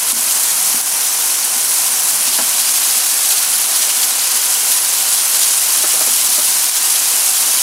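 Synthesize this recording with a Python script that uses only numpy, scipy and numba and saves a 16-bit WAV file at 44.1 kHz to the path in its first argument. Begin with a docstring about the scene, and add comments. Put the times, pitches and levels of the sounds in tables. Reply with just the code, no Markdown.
"""A bright sizzle, close from above: fish simmers in thick sauce in a wok over a gas flame.
Along the hot rim tiny bubbles ring as damped oscillators, fizzing and sputtering in spurts, and drops snap.
A wooden spatula spreads hissing sauce, taps the wok's low modes and is laid down with a knock.
Later a few thick bubbles plop. Beneath it all the sauce gurgles and the flame murmurs through the
resonant hollows around the bowl. A limiter ducks after the sharpest snaps."""
import sys
import numpy as np
from scipy import signal
from scipy.fft import rfft, irfft, next_fast_len
from scipy.io import wavfile
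from scipy.ndimage import uniform_filter1d, minimum_filter1d
from numba import njit

SR = 44100
rng = np.random.default_rng(int(sys.argv[2]) if len(sys.argv) > 2 else 0)


def unload_wav(signal):
    """Save mono or channel-first audio to the path in sys.argv[1] as 16-bit WAV at rate SR, clipped to [-1, 1]."""
    wavfile.write(
        sys.argv[1],
        SR,
        np.round(np.clip(np.atleast_2d(signal).T, -1, 1) * 32767).astype(np.int16),
    )


N = 336042
TIME = np.arange(N) / SR

# vigour of the frying at the rim, as the base level of the fizz: (time [s], level [dB])
FRYING_VIGOUR = [(0, -16.5), (.76, -14.6), (.88, -15.5), (1.3, -16.5), (2.1, -15), (2.3, -16), (3.1, -14.8),
                 (4.15, -16.6), (4.8, -14.8), (6.45, -14), (6.72, -15.5), (7.3, -13.5), (7.62, -14.5)]
# sauce licks hot metal in dying runs: (start [s], spurts [count], spacing [s], first rise [dB])
SPURT_RUNS = [(.1, 1, .07, 2.5), (.315, 1, .07, 4), (.652, 2, 0.074, 2.3), (2.278, 2, .067, 3.2),
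              (2.607, 4, 0.079, 3.3), (3.316, 3, 0.06, 3.5), (3.757, 3, 0.072, 4.5), (4.038, 1, .07, 4),
              (4.195, 5, .06, 1.5), (5.355, 2, 0.075, 4.3), (5.756, 3, .076, 2.5), (6.015, 5, 0.062, 1.5),
              (6.48, 1, .07, 1), (6.765, 4, 0.065, 2)]
# the loudest drops bursting: (time [s], relative level [dB])
DROP_BURSTS = [(.123, 6.3), (.209, 5), (.814, 6.5), (.862, 1), (.883, 5), (1.356, 4), (2.415, -2),
               (3.663, 5), (6.698, 5.5), (6.923, 3)]
# spatula touching the wok, first by hand, later nudged by thick bubbles: (time [s], relative level [dB])
SPATULA_TOUCHES = [(.129, -24), (.164, -27), (.742, -26), (1.56, -34), (2.277, -33), (2.394, -30),
                   (2.42, -33), (6.072, -34), (6.38, -32)]
# normal modes of the wok and of the wooden handle: (frequency [Hz], gain [dB], t60 [s])
BOWL_MODES = [(159, -23, 0.18), (239, -1.5, 0.13), (268, -9, 0.26), (322, -14, 0.11)]
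HANDLE_MODES = [(300, -4, .1), (655, 2.5, 0.14), (840, 4, 0.13), (993, 3, 0.13), (1380, -3, .08),
                (1500, -2, 0.09), (1760, -3, .07)]
# thick bubbles opening: (time [s], note level [dB], pitch [Hz], puff level [dB], puff top [Hz])
THICK_BUBBLES = [(5.833, -26, 640, -22.5, 1650), (5.932, -34, 515, -30, 1150), (6.005, -26, 643, -24, 1450),
                 (6.07, -34, 486, -31, 1000), (6.379, -23.5, 608, -31, 800)]
# the sauce sloshes: (time [s], relative level [dB])
SAUCE_SLOSHES = [(.55, -49), (2.2, -47.5), (6.15, -50)]
# spectral envelopes of fizz, sputter and flame: (frequency [Hz], gain [dB])
FIZZ_SPECTRUM = [(2500, -34), (4500, -14.5), (6200, -3), (7400, -0.5), (8200, 0.5), (9500, 2.5), (10200, 3),
                 (11300, 0), (12200, -0.5), (13200, -6.5), (14400, -6.5), (15800, -9.5)]
SPUTTER_SPECTRUM = [(500, -35.5), (1200, -12.5), (2000, -10), (2500, -5.5), (2900, -3), (3250, -2.5),
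                    (3550, -4), (4000, -1), (5000, -0.9), (6000, -2), (8000, -10), (14000, -56)]
FLAME_SPECTRUM = [(20, -40), (95, -35), (130, -24), (180, -17.5), (230, -9.5), (300, -10), (400, -7),
                  (600, -9.5), (900, -2.5), (1400, -3), (2100, -1.5), (2900, -3.5), (3600, -8), (6000, -33)]
# cavity resonances of bowl and stove: (frequency [Hz], bandwidth [Hz], gain [dB])
CAVITY_MODES = [(237, 20, -9), (265.5, 21, -7.5), (323, 20, -7), (496.6, 23, -2), (604, 21, 0),
                (659.5, 15.6, 2.5), (753, 47, 4), (1008, 157, 2.5), (1512, 190, -1.5)]

STIR_START_S, LAID_DOWN_S, KNOCK_S = 0.38, 2.24, 2.386   # the spatula stirs, rests, meets the rim


def sizzle():
    """Bubble resonance: small bubbles fizz, larger ones sputter, amid the dry ticks of tearing films."""
    vigour_db = np.interp(TIME, *np.transpose(FRYING_VIGOUR))
    # the resting spatula presses fish onto the metal: more sputter
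    pressed = np.clip((TIME - LAID_DOWN_S) / .03, 0, 1)
    sputter_db = -25 + .35 * (vigour_db - vigour_db.mean()) + 2.2 * pressed
    rise_db = spurts(half_length_s=0.024, loss_db=0.14)
    flutter_db = 0.75 * drift(27)
    sputter_flutter_db = 0.7 * flutter_db + 0.41 * drift(25)
    fine = bubble_cloud(4007, 15503, per_s=7000, cycles=155, spread_db=2.5, patchy_db=1.5, bands=20)
    coarse = bubble_cloud(1192, 7080, per_s=4200, cycles=104, spread_db=1.5, patchy_db=1.0, bands=16)
    ticks = unit_rms(random_clicks(per_s=16000, spread_db=3.5))
    fizz = unit_rms(colour(fine + from_db(2.5) * ticks, FIZZ_SPECTRUM))
    sputter = unit_rms(colour(coarse + from_db(2.1) * ticks, SPUTTER_SPECTRUM))
    return (fizz * from_db(vigour_db + 0.51 * rise_db + flutter_db)
            + sputter * from_db(sputter_db + rise_db + sputter_flutter_db))


def spurts(half_length_s, loss_db):
    """Amplitude modulation, in dB: each spurt of a run swells and fades, weaker than the last."""
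    rise_db = np.zeros(N)
    for start, count, gap_s, first_db in SPURT_RUNS:
        for k in range(round(count)):
            s = start + k * gap_s
            near = slice(*np.searchsorted(TIME, [s - half_length_s, s + half_length_s]))
            swell = (1 - ((TIME[near] - s) / half_length_s) ** 2) ** 2
            rise_db[near] += (first_db - k * loss_db) * swell
    return rise_db


def bubble_cloud(low_hz, high_hz, per_s, cycles, spread_db, patchy_db, bands):
    """Free oscillation: each bubble rings at its own pitch and falls 60 dB in the given cycles."""
    chance, pitch_draw, level_draw = rng.random((3, N))
    starts = np.flatnonzero(chance < per_s / SR)
    hz = low_hz + (high_hz - low_hz) * pitch_draw[starts]
    # like sizes come in clumps, so each band wanders in level
    clumps = np.array([drift(25)[starts] for _ in range(bands)])
    band = (pitch_draw[starts] * bands).astype(int)
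    db = patchy_db * clumps[band, np.arange(len(starts))]
    db += spread_db * np.minimum(-np.log(1 - level_draw[starts]), 5)
    heights = from_db(db) * np.sqrt(hz) * rng.choice([-1, 1], N)[starts]
    return unit_rms(damped_sines(starts, heights, hz, cycles * SR / hz))


def snaps():
    """Impulse response: a bursting drop is a bright crack of a few cycles; lesser ones come at random."""
    drops = clicks_at(DROP_BURSTS) + from_db(-14) * random_clicks(per_s=3.3, spread_db=5.0)
    return from_db(2) * ring(drops, hz=9200, t60=0.00087)


def spread_hiss(hz, width_hz, fade_s):
    """Narrow-band shot noise: sauce spread thinly over hot metal hisses while the spatula moves."""
    moving = np.clip(np.minimum(TIME - STIR_START_S, LAID_DOWN_S - TIME) / fade_s, 0, 1)
    ticks = random_clicks(per_s=9000, spread_db=3)
    hiss = resonate(resonate(ticks, hz, width_hz), hz, width_hz)
    return from_db(-30.5) * moving * unit_rms(hiss)


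def spatula():
    """Soft impact: wood cushioned by sauce excites only the lowest modes of the wok."""
    force = butterworth(clicks_at(SPATULA_TOUCHES) + 1e-18, 420, "low")
    return sum(from_db(db) * ring(force, hz, t60) for hz, db, t60 in BOWL_MODES)


def handle_knock(decay_s, rattle_hz):
    """Modal vibration: the handle lands on the rim and rings over a dull, quickly dying rattle."""
    blow = clicks_at([(KNOCK_S, -24)])
    wood = sum(from_db(db) * ring(blow, hz, t60) * (-1) ** k
               for k, (hz, db, t60) in enumerate(HANDLE_MODES))
    rattle = unit_rms(butterworth(rng.standard_normal(N), rattle_hz, "band"))
    envelope = (TIME > KNOCK_S) * np.exp(-np.abs(TIME - KNOCK_S) / decay_s)
    return wood + from_db(-22.5) * rattle * envelope


def plops(rise_s, puff_low_hz, overtone_ratio, overtone_db):
    """Cavity resonance: the crater of a thick bubble briefly hums two notes while steam puffs out."""
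    out, steam = np.zeros(N), rng.standard_normal(N)
    for s, db, hz, puff_db, top_hz in THICK_BUBBLES:
        age = np.clip(TIME - s, 0, .5)
        phase = 2 * np.pi * hz * age
        notes = np.sin(phase) + from_db(overtone_db) * np.sin(overtone_ratio * phase)
        puff = unit_rms(butterworth(steam, [puff_low_hz, top_hz], "band"))
        envelope = age / rise_s * np.exp(1 - age / rise_s)
        out += (from_db(db) * notes + from_db(puff_db) * puff) * envelope
    return out


def gurgle(slosh_s):
    """Resonant pitch falls with size: large bubbles gurgle low in the sauce, swelling with each slosh."""
    sloshes = sum(from_db(db) * np.exp(-((TIME - s) / slosh_s) ** 2) for s, db in SAUCE_SLOSHES)
    bubbles = bubble_cloud(145, 302, per_s=170, cycles=24, spread_db=-2.0, patchy_db=1.0, bands=4)
    return from_db(-2.5) * (from_db(-57.5) + sloshes) * bubbles


def flame():
    """Forced resonance: the steady rush of burner and steam is coloured by the hollows around the bowl."""
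    drive, rush = rng.standard_normal((2, N))
    hollows = sum(from_db(db) * resonate(drive, hz, width_hz) * (-1) ** k
                  for k, (hz, width_hz, db) in enumerate(CAVITY_MODES))
    return from_db(-29.0) * unit_rms(hollows + colour(rush, FLAME_SPECTRUM))


@njit
def damped_sines(starts, heights, hz, t60_samples):
    """Superposition: one exponentially decaying sine for each bubble."""
    out = np.zeros(N)
    for k in range(len(starts)):
        phasor = heights[k] + 0j
        step = np.exp(-np.log(1000) / t60_samples[k] + 2j * np.pi * hz[k] / SR)
        for i in range(starts[k], min(starts[k] + int(t60_samples[k]), N)):
            phasor *= step
            out[i] += phasor.imag
    return out


def ring(clicks, hz, t60):
    """Damped mode: a unit impulse starts it at a height of about 1."""
    width_hz = np.log(1000) / (np.pi * t60)
    return resonate(clicks, hz, width_hz) * SR / (2 * np.pi * width_hz)


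def resonate(x, hz, width_hz):
    """Two-pole resonance with unit peak gain."""
    r = np.exp(-np.pi * width_hz / SR)
    feedback = [1, -2 * r * np.cos(2 * np.pi * hz / SR), r * r]
    return signal.lfilter(np.array([1, 0, -1]) * (1 - r * r) / 2, feedback, x + 1e-18)


def colour(x, spectrum):
    """Spectral shaping by a gain curve over log frequency."""
    hz, db = np.transpose(spectrum)
    size = next_fast_len(N)
    bins_hz = np.maximum(np.fft.rfftfreq(size, 1 / SR), 1)
    gain = from_db(np.interp(np.log(bins_hz), np.log(hz), db))
    return irfft(rfft(x, size) * gain, size)[:N]


def butterworth(x, hz, kind, order=2):
    """Filtering with a maximally flat passband."""
    return signal.sosfilt(signal.butter(order, hz, kind, fs=SR, output="sos"), x)


def clicks_at(rows):
    """Impulse train: one click for each (time [s], level [dB]) row."""
    s, db = np.transpose(rows)
    return np.bincount(np.round(s * SR).astype(int), from_db(db), N)


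def random_clicks(per_s, spread_db):
    """Shot noise: independent impulses, many small and a few large."""
    at = np.flatnonzero(rng.random(N) < per_s / SR)
    heights = from_db(spread_db * np.minimum(rng.exponential(1, N), 5)) * rng.choice([-1, 1], N)
    return np.bincount(at, heights[at], N)


def drift(corner_hz):
    """Low-passed noise: a slow wander of unit rms."""
    hop, settle = 40, 2000
    r = np.exp(-2 * np.pi * corner_hz * hop / SR)
    noise = rng.standard_normal(N // hop + settle + 2)
    slow = signal.lfilter([1], [1, -2 * r, r * r], noise)[settle:]
    return np.interp(np.arange(N) / hop, np.arange(len(slow)), unit_rms(slow))


def from_db(db):
    """Decibels to amplitude ratio."""
    return 10 ** (np.asarray(db) / 20)


def unit_rms(x):
    """Normalisation to unit power."""
    return x / np.sqrt(np.mean(x ** 2) + 1e-20)


def scene():
    """Superposition: all sources add at one microphone, the same in both channels."""
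    lows = spatula() + handle_knock(decay_s=0.02, rattle_hz=[220, 1700]) + gurgle(slosh_s=.45)
    lows += plops(rise_s=0.009, puff_low_hz=360, overtone_ratio=2.02, overtone_db=-6)
    lows = butterworth(lows, 140, "high", order=4)   # the small bowl radiates little bass
    wok = sizzle() + spread_hiss(hz=5800, width_hz=900, fade_s=.3) + snaps() + flame() + lows
    return np.array([wok, wok])


def limiter(x, ceiling_db, release_db_per_s):
    """Peak limiting: the gain drops within a millisecond ahead of a peak over the ceiling, creeps back."""
    over_db = np.maximum(20 * np.log10(np.abs(x).max(axis=0) + 1e-9) - ceiling_db, 0)
    release_db = release_db_per_s * TIME
    held_db = np.maximum.accumulate(over_db + release_db) - release_db
    gain_db = uniform_filter1d(minimum_filter1d(-held_db, size=31), size=31)
    return x * from_db(gain_db)


def record(dry):
    """Peak and band limiting: the sharpest snaps are held down, then the highest treble is cut."""
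    limited = limiter(dry, ceiling_db=0.54, release_db_per_s=74)
    low_pass = signal.firwin(401, cutoff=15800, fs=SR, window=("kaiser", 7))
    return signal.fftconvolve(limited, low_pass[None], mode="same", axes=1)


dry = scene()
out = record(dry)
unload_wav(out)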